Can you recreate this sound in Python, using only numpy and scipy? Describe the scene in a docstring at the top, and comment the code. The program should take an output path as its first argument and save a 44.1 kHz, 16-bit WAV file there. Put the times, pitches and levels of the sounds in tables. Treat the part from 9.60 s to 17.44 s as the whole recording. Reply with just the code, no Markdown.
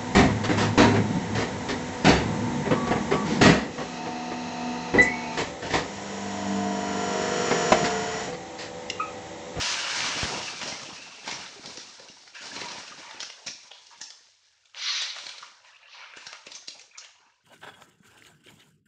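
"""Garlic and chilli fry in a steel wok in a small kitchen; water is splashed in twice, and flashes to steam.
Fizz, bubbling and sputter are crowds of random clicks and short rings, coloured by the bowl of the wok.
A metal spatula knocks (noise bursts that ring the steel), scrapes (filtered clicks) and squeals (wavering sines).
One puff of air, a low falling swing, bumps the close microphone as the jug is pulled away."""
import sys
import numpy as np
from scipy import signal
from scipy.io import wavfile
from scipy.ndimage import uniform_filter1d

SR = 44100
rng = np.random.default_rng(int(sys.argv[2]) if len(sys.argv) > 2 else 0)


def master(y):
    """Save y as 16-bit WAV."""
    cut = np.clip(np.atleast_2d(y).T, -1, 1)
    pcm = np.round(cut * 32767)  # scale
    wavfile.write(sys.argv[1], SR, pcm.astype(np.int16))


N = 345744

# the spatula hits the wok and may skid on; levels are before the gains of each part:
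# [t/s, blade tick level/dB, pan clank level/dB, skid length/s, blade pitch f/Hz, pan pitch f/Hz]
KNOCKS = [(1.0145, -31, -30.5, 0.038, 5650, 2700), (1.029, -31, -29.5, 0.029, 5570, 2530),
          (1.0755, -27.5, -40, 0.097, 5600, 2600), (1.087, -34, -43, 0.0069, 5600, 950),
          (1.123, -39, -33.5, 0, 5300, 1900), (1.231, -34.5, -50, 0.015, 5900, 2600),
          (1.296, -46, -40.5, 0, 4050, 1400), (1.643, -45, -39, 0.0017, 3000, 2380),
          (1.6762, -28.5, -29, 0.07, 4300, 965), (1.688, -33, -35, 0.028, 4200, 1000),
          (1.7114, -27.5, -31, 0.057, 5800, 2220), (1.728, -35, -33, 0.02, 5930, 2100),
          (1.861, -38, -42, 0.0085, 4030, 1420), (2.058, -31, -41, 0.038, 4670, 2200),
          (2.172, -31, -39, 0.046, 5060, 1797), (2.395, -39, -47.5, 0.015, 4800, 1740),
          (2.484, -41, -61, 0.058, 4860, 2260), (2.676, -43, -45, 0.043, 5030, 1640),
          (2.749, -41, -47, 0.075, 5210, 2600), (2.962, -31, -35.5, 0.031, 4340, 2550),
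          (3.013, -27.5, -34.5, 0, 4320, 1610), (3.084, -32.5, -37.5, 0.045, 4720, 2580),
          (3.117, -33, -40, 0.04, 5900, 1000), (3.179, -44, -40, 0, 4400, 1580),
          (3.278, -37.5, -39.5, 0, 5500, 2630), (3.5095, -36, -38, 0.0021, 3464, 1710),
          (3.603, -27.5, -32, 0.07, 5400, 3350), (3.6283, -30.5, -34, 0.019, 5640, 1590),
          (3.6993, -35, -35.5, 0.016, 5040, 3150), (3.865, -47, -43, 0.0085, 5350, 700),
          (3.8693, -24, -39.5, 0.037, 5240, 1135), (3.879, -30.5, -32, 0.065, 5500, 2430),
          (4.114, -39.5, -37.5, 0.08, 3560, 2700), (4.268, -43, -58, 0.0088, 5800, 2396),
          (4.413, -28, -38.5, 0.04, 6400, 2020), (4.5031, -35, -44, 0, 4974, 2270),
          (5.055, -51, -66, 0.01, 3020, 2400), (5.419, -22, -36, 0.037, 4180, 1300),
          (5.563, -41, -36.5, 0, 4000, 1347), (5.584, -32.5, -41, 0.0031, 4000, 1290),
          (5.665, -30, -37, 0.0072, 4250, 2525), (5.691, -28.5, -41, 0.024, 3760, 2400),
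          (5.781, -35, -41.5, 0.015, 3740, 2400), (6.536, -50, -42, 0.013, 2700, 1500),
          (6.5696, -36.5, -41, 0.02, 2920, 1440), (6.667, -30.5, -39, 0.017, 4760, 1514),
          (6.728, -35, -34.5, 0.0014, 5100, 1137), (6.8664, -33.5, -41.5, 0.019, 2696, 600.4),
          (6.917, -34, -42, 0.048, 4430, 2312), (6.95, -31.5, -45, 0.034, 6100, 2233),
          (6.963, -37.5, -50, 0.028, 5930, 2233), (7.0812, -26, -36.5, 0.012, 4430, 2500),
          (7.104, -36, -51, 0.01, 4300, 2510), (7.1938, -40.5, -43.5, 0, 6490, 2500),
          (7.213, -41.5, -49, 0.011, 6500, 2476), (7.381, -31, -47, 0.031, 5800, 1280),
          (7.445, -40, -43.5, 0.013, 3447, 2440)]


def fizz(gain_db=2.0, clump_db=1.5, mist_db=-4):
    """Thousands of droplets burst in the oil, in clumps, over a fine mist of steam."""
    # spectrum of the fizz: [f/Hz, level/dB per Hz]
    spectrum = [(90, -51), (450, -7.5), (1000, -10), (2000, -2.5), (3200, -4.5), (4500, 1), (5800, 0.5),
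                (6600, -3), (7400, -7.5), (8200, -15), (9100, -15), (10000, -44.5)]
    rate = crowd(column=1, per_s=2400)
    snaps = unit(clicks(rate, spread_db=1.5, size=N))
    bursts = snaps + pops(rate, low_hz=2710, high_hz=7990, cycles=2.44, spread_db=-1.5)
    mist = amp(mist_db) * rng.standard_normal(N)
    spray = (bursts + mist) * amp(clump_db * drift(per_s=49, size=N))
    return amp(gain_db) * cooking(column=1) * unit(room(colour(spray, spectrum), wet_db=-6))


def crackle(gain_db=-9, per_s=130):
    """Larger drops crack one by one above the fizz, each at one of many pitches."""
    cracks = pops(crowd(column=1, per_s=per_s), low_hz=1420, high_hz=5130, cycles=5.8, spread_db=1.5)
    return amp(gain_db) * cooking(column=1) * unit(room(cracks, wet_db=-2.5))


def bubbling(gain_db=0, clump_db=1, skin_db=-8, blip_db=1.5):
    """Bubbles in the sauce: the skin snaps and the cavity rings, briefly in froth and longer in open liquid."""
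    # spectrum of the bubbling: [f/Hz, level/dB per Hz]
    spectrum = [(120, -50), (300, -36.5), (420, -11.5), (540, 0.5), (750, -2), (950, -3.5), (1200, 0),
                (1600, 2.5), (2000, -3), (2700, 3), (3300, -1.5), (4500, -3), (7000, -21)]
    rate = crowd(column=2, per_s=1100)
    froth = pops(rate, low_hz=501.6, high_hz=4270, cycles=5.1, spread_db=2.5)
    blips = pops(rate / 3, low_hz=822.7, high_hz=3170, cycles=11.0, spread_db=3.5)
    skin = unit(clicks(rate, spread_db=10.5, size=N))
    sauce = froth + amp(blip_db) * blips + amp(skin_db) * skin
    sauce *= amp(clump_db * drift(per_s=140, size=N))
    wet = room(colour(sauce, spectrum), wet_db=-3.5)
    flickering = flicker(wet, depth_db=2.5, width_hz=200, length_s=.03, share=calm(column=2))
    return amp(gain_db) * cooking(column=2) * unit(flickering)


def sputter(gain_db=6, violent_db=-55, growth=0.24, clump_db=3.5, large_db=-4.5):
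    """Pockets of steam break out from under the food; the large, deep ones grow with violent boiling."""
    # spectrum of the sputter: [f/Hz, level/dB per Hz]
    spectrum = [(25, -33.5), (60, -8.5), (110, -2.5), (170, 0.5), (280, 2), (450, 0), (700, 2),
                (1200, -2.5), (2500, -21)]
    rate, vigour = crowd(column=3, per_s=300), cooking(column=3)
    small = pops(rate, low_hz=338.4, high_hz=1298, cycles=3.24, spread_db=4.0)
    large = pops(rate / 2, low_hz=77.5, high_hz=310, cycles=1.6, spread_db=4.0)
    violence = np.minimum(vigour / amp(violent_db), 1) ** growth
    blasts = small + amp(large_db) * violence * large
    blasts *= amp(clump_db * calm(column=3) * drift(per_s=32, size=N))
    wet = room(colour(blasts, spectrum), wet_db=-7)
    flickering = flicker(wet, depth_db=2.5, width_hz=120, length_s=.025, share=calm(column=3))
    return amp(gain_db) * vigour * unit(flickering)


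def plops(cycles=9, glide=0.0052, stray_db=-11):
    """Large bubbles ring out singly, rising a little; smaller strays ring wherever the sauce bubbles."""
    # single large bubbles in the stirred sauce: [t/s, starting pitch f/Hz, level/dB before the attack and decay]
    bubbles = [(1.96, 406, -42.5), (2.156, 496, -42.5), (2.489, 2790, -37), (2.819, 1460, -39),
               (2.916, 1660, -31), (3.319, 1210, -35.5), (6.405, 970, -43)]
    out = np.zeros(N)
    for s, hz, db in bubbles:
        age = np.arange(0, 6, hz / cycles / SR)  # in decay times
        envelope = (1 - np.exp(-8 * age)) * np.exp(-age)
        add(out, s, amp(db) * envelope * np.sin(2 * np.pi * cycles * age * (1 + glide * age)))
    strays = pops(crowd(column=2, per_s=70), low_hz=802.5, high_hz=3185, cycles=17, spread_db=-1.5)
    strays *= amp(stray_db) * cooking(column=2) * calm(column=2)
    return room(out + strays, wet_db=-7)


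def steam(gain_db=0.0, clump_db=0.5, jet_db=1, fade_db_per_s=70):
    """Water seethes on the hot steel: a dense cloud of tiny bubbles and the hiss of escaping vapour."""
    # water boils off on bare steel, as the second splash lands and as it is pushed aside:
    # [t/s, rise/s, hold/s, level/dB]
    boils = [(5.149, 0.14, 0.087, -28), (6.263, 0.074, .005, -50)]
    # spectrum of the steam: [f/Hz, level/dB per Hz]
    spectrum = [(150, -65), (330, -63.5), (500, -23.5), (780, -34), (1150, -17.5), (2000, -12), (3000, -9),
                (3700, -4.5), (4200, -4), (4800, -5.5), (5300, -13.5), (5500, -8), (5720, -17.5),
                (5900, -7), (6080, -14.5), (6400, -15.5), (6680, -30.5), (6950, -18.5), (7500, -40),
                (8000, -37)]
    t = np.arange(N) / SR
    boil = sum(amp(db) * swell(t, s, rise, hold, fade_db_per_s) for s, rise, hold, db in boils)
    bubbles = pops(per_s=12000, low_hz=902, high_hz=7320, cycles=7.4, spread_db=2.0)
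    cloud = bubbles + amp(jet_db) * rng.standard_normal(N)
    cloud = colour(cloud * amp(clump_db * drift(per_s=98, size=N)), spectrum)
    hiss = unit(flicker(room(cloud, wet_db=0), depth_db=1.4, width_hz=250, length_s=.025))
    return amp(gain_db) * boil * hiss


def spits(gain_db=-3):
    """A drop of water trapped in hot oil bursts with one sharp crack: a coloured impulse."""
    # drops burst in the oil: [t/s, peak level/dB before the gain]
    drops = [(0.022, -15), (0.143, -12.5), (0.406, -9.5), (0.464, -15), (0.5525, -21), (5.147, -26)]
    # spectrum of the crack: [f/Hz, level/dB]
    spectrum = [(60, -41.5), (300, -13.5), (1000, -8.0), (3000, 17.0), (6000, -16), (9000, -28.5)]
    out = np.zeros(N)
    crack = colour(signal.unit_impulse(SR // 20), spectrum)
    for s, db in drops:
        add(out, s, amp(db + gain_db) * crack / abs(crack).max())
    return room(out, wet_db=-4.5)


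def slop(start_s=.641, db=-27, length_s=0.0078, fall_s=0.0087):
    """The last of the water slaps into the pan as the jug is pulled away: a short spatter of clicks."""
    # spectrum of water slapping into the pan: [f/Hz, level/dB per Hz]
    spectrum = [(40, -24), (150, 12.5), (350, 10.5), (800, -1), (1500, 5), (2300, 2.5), (4000, -2.5),
                (7000, -18)]
    out, t = np.zeros(N), np.arange(SR // 10) / SR
    spatter = unit(colour(clicks(per_s=3300, spread_db=3, size=len(t)), spectrum))
    add(out, start_s, amp(db) * spatter * np.exp(-np.maximum(t - length_s, 0) / fall_s))
    return room(out, wet_db=-6.5)


def knocks(tick_db=-6, edge_db=-21, clank_db=-1, rise_s=0.00078, squash_db=-19, squash_s=.006, chatter_s=0.0036):
    """The blade squashes through the food, lands and chatters; blade and pan each ring at their own pitch."""
    # spectrum of the blade's tick: [f/Hz, level/dB per Hz]
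    tick_spectrum = [(800, -34), (2200, -0.5), (3200, 1.5), (4400, 2), (5700, -1.5), (6500, -1.5),
                     (7400, -4.5), (8800, -48), (10000, -36.5)]
    # spectrum of the bright edge of the tick: [f/Hz, level/dB per Hz]
    edge_spectrum = [(2000, -35.5), (5500, -15.5), (7300, -11.5), (8600, 1), (9300, -13.5), (10000, -4.5)]
    # spectrum of the pan's clank: [f/Hz, level/dB per Hz]
    clank_spectrum = [(250, -20.5), (550, 4.5), (1000, 1), (1500, 4), (2500, 7.5), (3300, 5.5),
                      (5000, -40.5)]
    metal, t = np.zeros(N), np.arange(SR // 6) / SR
    age = np.maximum(t - squash_s, 0)  # since landing
    contact = np.maximum(1 - np.exp(-age / rise_s), amp(squash_db))
    for s, tick, clank, _, blade_hz, pan_hz in KNOCKS:
        force = contact * np.exp(-age / chatter_s) * rng.standard_normal(len(t))
        blade = contact_colour(tick_spectrum, blade_hz, lift_db=8.5, octaves=.2)
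        # the struck spot of the pan favours one band
        pan = contact_colour(clank_spectrum, pan_hz, lift_db=7, octaves=.24)
        hit = amp(tick + tick_db) * blow(force, blade)
        hit += amp(tick + edge_db) * blow(force, edge_spectrum)
        hit += amp(clank + clank_db) * blow(force, pan)
        add(metal, s - squash_s, steel(hit, ring_db=-20.5))
    return room(metal, wet_db=-3.0)


def thuds(gain_db=0, cycles=0.56, sag=.09):
    """A soft, heavy contact: the pan swings briefly, sagging in pitch."""
    # the blade bumps the pan or a wet lump of food flops back:
    # [t/s of the middle, pitch f/Hz there, envelope peak level/dB]
    bumps = [(1.019, 278, -38), (1.036, 205, -33), (1.061, 342, -34), (1.128, 216, -32.5),
             (1.291, 312, -36.5), (1.33, 212, -43), (1.646, 310, -42), (1.677, 267, -37.5),
             (1.691, 322, -38), (1.726, 331, -32), (1.997, 277, -39), (2.079, 257, -38.5),
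             (2.181, 338, -34.5), (2.501, 231, -44), (2.824, 357, -51), (2.967, 326, -35),
             (3.019, 394, -31.5), (3.119, 243, -41), (3.184, 219, -40), (3.313, 278, -42.5),
             (3.344, 306, -46), (3.547, 380, -41), (3.561, 275, -48), (3.632, 293.6, -44),
             (3.866, 213.9, -44), (3.874, 232.2, -48), (3.887, 201, -42), (3.903, 278, -44),
             (3.952, 262, -53), (4.415, 268.6, -48.5), (5.638, 330, -52), (5.664, 386, -45),
             (5.673, 170, -57), (5.693, 398, -54), (6.572, 352, -42), (6.673, 168.8, -51),
             (6.872, 355, -40), (7.085, 274, -45)]
    out = np.zeros(N)
    for s, hz, db in bumps:
        turn = np.arange(-3, 3, hz / SR)
        phase = turn - sag * turn ** 2 + rng.random()
        swing = np.exp(-(turn / cycles) ** 2) * np.sin(2 * np.pi * phase)
        add(out, s - len(turn) / 2 / SR, amp(db + gain_db) * swing)
    return room(out, wet_db=-6.5)


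def scrapes(gain_db=-6.5, skirt_db=22, judder_db=2, skid_db=-3, late=0.38):
    """The edge sticks and slips; where it presses decides which band of the blade speaks."""
    # the blade is drawn through the food, over the steel: [t/s, length/s, level/dB before the gain, rasp pitch f/Hz]
    strokes = [(0.76, 0.16, -36.5, 2730), (0.87, 0.045, -27, 2740), (1.161, 0.19, -54, 2730),
               (1.405, 0.32, -44, 2630), (1.675, 0.024, -32, 930), (1.714, 0.032, -34, 2152),
               (2.391, 0.096, -42.5, 380), (2.751, 0.069, -36, 1640), (2.972, 0.25, -38.5, 960),
               (3.186, 0.24, -42, 1540), (3.424, 0.085, -38, 1120), (3.47, 0.14, -43, 830),
               (3.779, 0.08, -44.5, 620), (3.866, 0.025, -52, 890), (4.031, 0.26, -52, 941),
               (4.306, 0.031, -45.5, 930), (5.825, 0.019, -31, 1225), (6.34, 0.12, -42, 1028),
               (6.371, 0.23, -40, 2377), (6.733, 0.045, -40, 1360), (6.735, 0.044, -40, 2050),
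               (7.144, 0.037, -45, 700), (7.376, 0.023, -41, 1260), (7.409, 0.049, -41, 2650),
               (7.577, 0.14, -54, 1070)]
    # limits of any rasp: [f/Hz, level/dB]
    blade = [(20, -25), (150, -22), (400, -1.5), (5800, 7), (7400, -9.5), (9000, -19.5), (10000, -33.5)]
    out, t = np.zeros(N), np.arange(SR // 4) / SR
    hz = np.geomspace(20, 11000, 90)
    # half-widths of the rasp in octaves: a fixed span of Hz in a drag, of octaves in a skid
    drags = [(s, length, db, pitch, 460 / pitch) for s, length, db, pitch in strokes]
    skids = [(s, length, tick + skid_db, pitch, 0.64) for s, tick, _, length, pitch, _ in KNOCKS if length > 0]
    for s, length, db, pitch, octaves in drags + skids:
        bell = np.exp(-.5 * (np.log2(hz / pitch) / octaves) ** 2)
        band = -skirt_db * (1 - bell) + read(blade, hz)
        judder = amp(judder_db * drift(per_s=240, size=len(t)))
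        slips = clicks(per_s=3200, spread_db=1.0, size=len(t)) * judder
        stroke = np.interp(t / length, [0, .06, .7, 1.3], [0.0, 0.66, late, 0])
        rasp = stroke * unit(colour(slips, np.transpose([hz, band])))
        add(out, s, amp(db + gain_db) * steel(rasp, ring_db=-13))
    return room(out, wet_db=-4)


def squeals(gain_db=-3.0, waver=0.037, judder_db=4, attack_s=0.0027):
    """The slips of the edge lock to one resonance: a thin, unsteady note that dies as the blade slows."""
    # the edge catches and squeals on one note: [t/s, length/s, level/dB before the gain, pitch f/Hz]
    notes = [(1.258, 0.028, -50, 2660), (1.372, 0.076, -49, 2630), (2.757, 0.052, -47.5, 2600),
             (7.31, 0.017, -54, 2384), (7.346, 0.027, -51.5, 2360)]
    out = np.zeros(N)
    for s, length, db, pitch in notes:
        t = np.arange(0, length, 1 / SR)
        turns = np.cumsum(pitch * (1 + waver * drift(per_s=370, size=len(t)))) / SR
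        judder = amp(judder_db * drift(per_s=180, size=len(t)))
        stroke = np.minimum(t / attack_s, 1) * np.sqrt(1 - t / length) * judder
        add(out, s, amp(db + gain_db) * unit(stroke * np.sin(2 * np.pi * turns)))
    return room(out, wet_db=-3)


def puff(start_s=.631, db=-20, start_hz=130, end_hz=45, fall_s=0.0082, snap_db=-14, snap_s=0.0002):
    """Air hits the microphone: a sharp dip in pressure, then a slowing swing."""
    out, t = np.zeros(N), np.arange(SR // 6) / SR
    fall = np.exp(-t / fall_s)  # of both pitch and level
    hz = end_hz + (start_hz - end_hz) * fall
    swing = amp(db) * fall * np.sin(2 * np.pi * np.cumsum(hz) / SR)
    dip = amp(snap_db) * np.exp(-(t / snap_s - 1) ** 2)
    add(out, start_s, swing - dip)
    return out


def kitchen():
    """The faint rumble of the kitchen: steady coloured noise."""
    # spectrum of the rumble: [f/Hz, level/dB per Hz]
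    spectrum = [(20, -12.5), (60, 3), (110, 10), (200, -30.5), (400, -26.5), (1500, -19), (8000, -26)]
    return amp(-88) * unit(colour(rng.standard_normal(N), spectrum))


def cooking(column):
    """Strength of the fizz (1), bubbling (2) or sputter (3): the simmer with every surge on top."""
    # the pan left to itself boils hard on the first splash, then settles as the steel cools; before the gains:
    # [t/s, fizz level/dB, bubbling level/dB, sputter level/dB]
    simmer = np.array([(0.0, -30, -31.5, -52), (0.2, -34, -33, -54.5), (0.45, -33.5, -31.5, -46),
                       (0.62, -35.5, -33, -48), (0.718, -38, -38, -40.5), (0.98, -44, -44, -54.5),
                       (1.55, -51.5, -58, -61.5), (2.62, -58, -66, -74), (3.8, -58, -61.5, -81.5),
                       (4.55, -61, -79, -79.5), (4.76, -67.5, -76, -95.5), (5.12, -69, -71, -101),
                       (6.2, -76.5, -61, -100.5), (7.84, -78.5, -80, -91)])
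    # liquid is splashed or pushed onto bare hot steel and flares up; before the gains:
    # [t/s, hold/s, fizz level/dB, bubbling level/dB, sputter level/dB]
    surges = [(0.999, 0.049, -45, -42, -48.5), (1.639, 0.11, -45.5, -46.5, -53.5),
              (2.021, 0.038, -48.5, -53.5, -56), (2.175, 0.13, -57.5, -62, -77.5),
              (2.372, 0.046, -58, -66, -65), (2.732, 0.072, -55.5, -48.5, -85),
              (2.803, 0.11, -47, -49.5, -55), (2.931, .08, -47, -42.5, -50.5),
              (3.093, 0.071, -47, -49.5, -54.5), (3.365, .17, -54, -49, -65), (4.015, 0.018, -62, -63, -73),
              (4.295, 0.03, -62, -56, -80), (5.134, 0.31, -56, -46.5, -104),
              (5.535, 0.15, -50, -48.5, -75.5), (5.8, 0.032, -57, -56.5, -73),
              (6.028, 0.033, -62.5, -57.5, -95), (6.188, 0.55, -81, -57.5, -100),
              (6.325, 0.083, -75, -48.5, -100), (6.547, .16, -56, -54.5, -78),
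              (6.841, 0.088, -57, -58, -73), (7.138, .02, -68, -61.5, -68.5),
              (7.315, 0.075, -85, -61.5, -99.5), (7.394, 0.027, -82, -54, -89), (7.573, .06, -79, -68, -82)]
    t = np.arange(0, N, 64) / SR
    power = amp(np.interp(t, simmer[:, 0], simmer[:, column])) ** 2
    for s, hold, *db in surges:
        # 25 dB/s, and 7.5 dB/s more with every second that the wok cools; the deep sputter dies faster
        fade_db_per_s = (25 + 7.5 * s) * (1, 1, 1.2)[column - 1]
        surge = amp(db[column - 1]) * swell(t, s, rise_s=.025, hold_s=hold, fade_db_per_s=fade_db_per_s)
        power += surge ** 2
    return np.interp(np.arange(N) / SR, t, np.sqrt(power))


def crowd(column, per_s):
    """Bursts a second: the harder the pan cooks, the more of them crowd together."""
    vigour = cooking(column)
    return per_s * np.clip(vigour / np.median(vigour), .45, 25)


def calm(column, blur=0.22):
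    """1 while single bubbles stand out, less as hard boiling merges them into an even sizzle."""
    vigour = cooking(column)
    return np.minimum(np.median(vigour) / vigour, 1) ** blur


def swell(t, s, rise_s, hold_s, fade_db_per_s):
    """Attack, hold and a steady fall in dB, as a gain at the times t."""
    age = t - s
    return np.clip(age / rise_s, 0, 1) * amp(-fade_db_per_s * np.maximum(age - rise_s - hold_s, 0))


def clicks(per_s, spread_db, size):
    """Random clicks with heights spread in dB; the rate may vary while the power stays the same."""
    height = amp(spread_db * np.minimum(rng.exponential(1, size), 4)) / np.sqrt(per_s)
    return height * rng.choice([-1, 1], size) * (rng.random(size) < per_s / SR)


def pops(per_s, low_hz, high_hz, cycles, spread_db, count=36):
    """Bubbles of many sizes, each ringing for a few cycles and rising a little in pitch."""
    out = np.zeros(N)
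    for hz in np.geomspace(low_hz, high_hz, count):
        age = np.arange(0, 5, hz / cycles / SR)  # in decay times
        ring = np.exp(-age) * np.sin(2 * np.pi * cycles * age * (1 + 0.028 * age))
        out += hz * signal.oaconvolve(clicks(per_s / count, spread_db, N), ring)[:N]
    return unit(out)


def flicker(x, depth_db, width_hz, length_s, share=1):
    """Random narrow bands swell and fade by a few dB for a moment."""
    hz, t, z = signal.stft(x, SR, nperseg=1024, noverlap=768)
    patches = rng.standard_normal(z.shape[::-1]).T
    for _ in range(2):
        patches = uniform_filter1d(patches, max(round(width_hz / hz[1]), 1), axis=0)
        patches = uniform_filter1d(patches, max(round(length_s / t[1]), 1), axis=1)
    depth = depth_db * np.interp(t, np.arange(N) / SR, share * np.ones(N))
    return signal.istft(z * amp(depth * unit(patches)), SR, nperseg=1024, noverlap=768)[1][:N]


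def steel(x, ring_db, uneven_db=2.0):
    """The metal rings on after one contact, damped by food and hand; each contact favours other modes."""
    # ring of blade and wok: [f/Hz, mean level/dB, t60/s]
    modes = [(919, -1, 0.091), (1330, -15.5, 0.052), (1796, -8, 0.092), (2235, -5, 0.18), (2667, 6, 0.047),
             (3510, -5, 0.15), (4060, -0.5, .09), (4225, -4.5, 0.09), (4380, -4.5, 0.12),
             (5280, -5.5, 0.14), (5450, -8, 0.073), (5620, 8, 0.046), (6000, -3, .16), (6800, -7, 0.22)]
    t = np.arange(len(x)) / SR
    luck = amp(uneven_db * rng.standard_normal(len(modes)))
    ring = np.zeros(len(x))
    for k, (hz, db, t60) in zip(luck, modes):
        decay = np.exp(-np.log(1000) * t / t60)
        ring += k * amp(db) * decay * np.sin(2 * np.pi * (hz * t + rng.random()))
    return x + amp(ring_db) * signal.oaconvolve(x, ring / np.linalg.norm(ring))[:len(x)]


def blow(force, spectrum):
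    """A contact force heard through one spectrum, with a peak short-time level of 1."""
    sound = colour(force, spectrum)
    return sound / np.sqrt(uniform_filter1d(sound ** 2, size=176).max())  # 4 ms windows


def contact_colour(spectrum, pitch, lift_db, octaves, nodes_db=3.5, nodes_apart_hz=262):
    """A spectrum lifted around the pitch of the part that touches, and rippled by the nodes at that spot."""
    hz = np.geomspace(20, 11000, 300)
    # each contact point feeds some resonances and misses others
    nodes = np.interp(hz / nodes_apart_hz, np.arange(64), rng.standard_normal(size=64))
    lift = lift_db * np.exp(-.5 * (np.log2(hz / pitch) / octaves) ** 2)
    return np.transpose([hz, read(spectrum, hz) + nodes_db * nodes + lift])


def colour(x, spectrum, size=4096):
    """Causal filter: the given spectrum, shaped by the resonances and notches of the bowl."""
    # resonances and notches of the bowl, which colour everything filtered here: [f/Hz, width/Hz, lift/dB]
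    bowl = [(550, 59, 1), (873, 44, -3), (886, 23, 6.5), (980, 119, 7.5), (1038, 70, -5.5), (1414, 41, 3),
            (1720, 130, 1.5), (1884, 29, 3), (2150, 340, 2), (2350, 120, 5), (2395, 190, -3.5),
            (2610, 68, -1), (2850, 61, 2), (3100, 230, -0.5), (3480, 160, 1), (3680, 83, 0), (3830, 110, 1),
            (4200, 150, 0.5), (4660, 72, -4.5), (5900, 97, 2), (5990, 200, -1)]
    hz = abs(np.fft.fftfreq(size, 1 / SR))
    db = read(spectrum, hz)
    db = db + sum(lift / (1 + (2 * (hz - f) / width) ** 2) for f, width, lift in bowl)
    # minimum phase, from the Hilbert transform of the log gain
    response = np.fft.ifft(np.exp(signal.hilbert(np.log(amp(db))).conj())).real
    return signal.oaconvolve(x, response[:size // 2])[:len(x)]


def room(x, wet_db, count=3, turns=2.3):
    """Tiled walls: sparse random reflections, each band dying at its own speed."""
    # decay of the kitchen: [f/Hz, t60/s]
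    decay = [(100, 0.058), (300, 0.35), (700, 0.45), (2000, 0.45), (5000, 0.53), (9000, 0.6)]
    size, echo = SR // 2, np.zeros(N)
    # three random tails, fed in turn by smooth rotating gains (turns a second), so that their ripple evens out
    for k in range(count):
        # 4000 reflections a second, the first after 3 ms
        taps = rng.choice([-1., 1.], size) * (rng.random(size) < 4000 / SR) * (np.arange(size) > .003 * SR)
        hz, t, z = signal.stft(taps, SR, nperseg=256)
        tail = signal.istft(z * amp(-60 * t / read(decay, hz)[:, None]), SR)[1]
        feed = np.sqrt(2 / count) * np.cos(2 * np.pi * (turns * np.arange(N) / SR + k / count))
        echo += signal.oaconvolve(x * feed, tail / np.linalg.norm(tail))[:N]
    return x + amp(wet_db) * echo


def drift(per_s, size):
    """Smooth random wander of rms 1."""
    span = max(int(SR / per_s), 1)
    return unit(uniform_filter1d(uniform_filter1d(rng.standard_normal(size), span), span))


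def amp(db):
    """Turns dB into a gain."""
    return 10 ** (np.asarray(db) / 20)


def unit(x):
    """Scales to rms 1."""
    return x / np.sqrt(np.mean(x ** 2) + 1e-20)


def read(points, hz):
    """Joins table points on a log-frequency axis."""
    f, value = np.transpose(points)
    return np.interp(np.log(hz + 1), np.log(f + 1), value)


def add(mix, s, sound):
    """Mixes a sound in at time s."""
    part = mix[max(round(s * SR), 0):][:len(sound)]
    part += sound[:len(part)]


def scene():
    """The pan, the spatula, the puff and the faint rumble of the kitchen, all in one channel."""
    frying = fizz() + crackle() + bubbling() + sputter() + plops() + steam() + spits() + slop()
    spatula = knocks() + thuds() + scrapes() + squeals()
    return (frying + spatula + puff() + kitchen())[None]


def record(dry):
    """A steep lowpass at 9700 Hz takes off the top of the treble."""
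    lowpass = signal.firwin(301, 9700, window=("kaiser", 8), fs=SR)
    return signal.oaconvolve(dry, lowpass[None], "same")


dry = scene()
out = record(dry)
master(out)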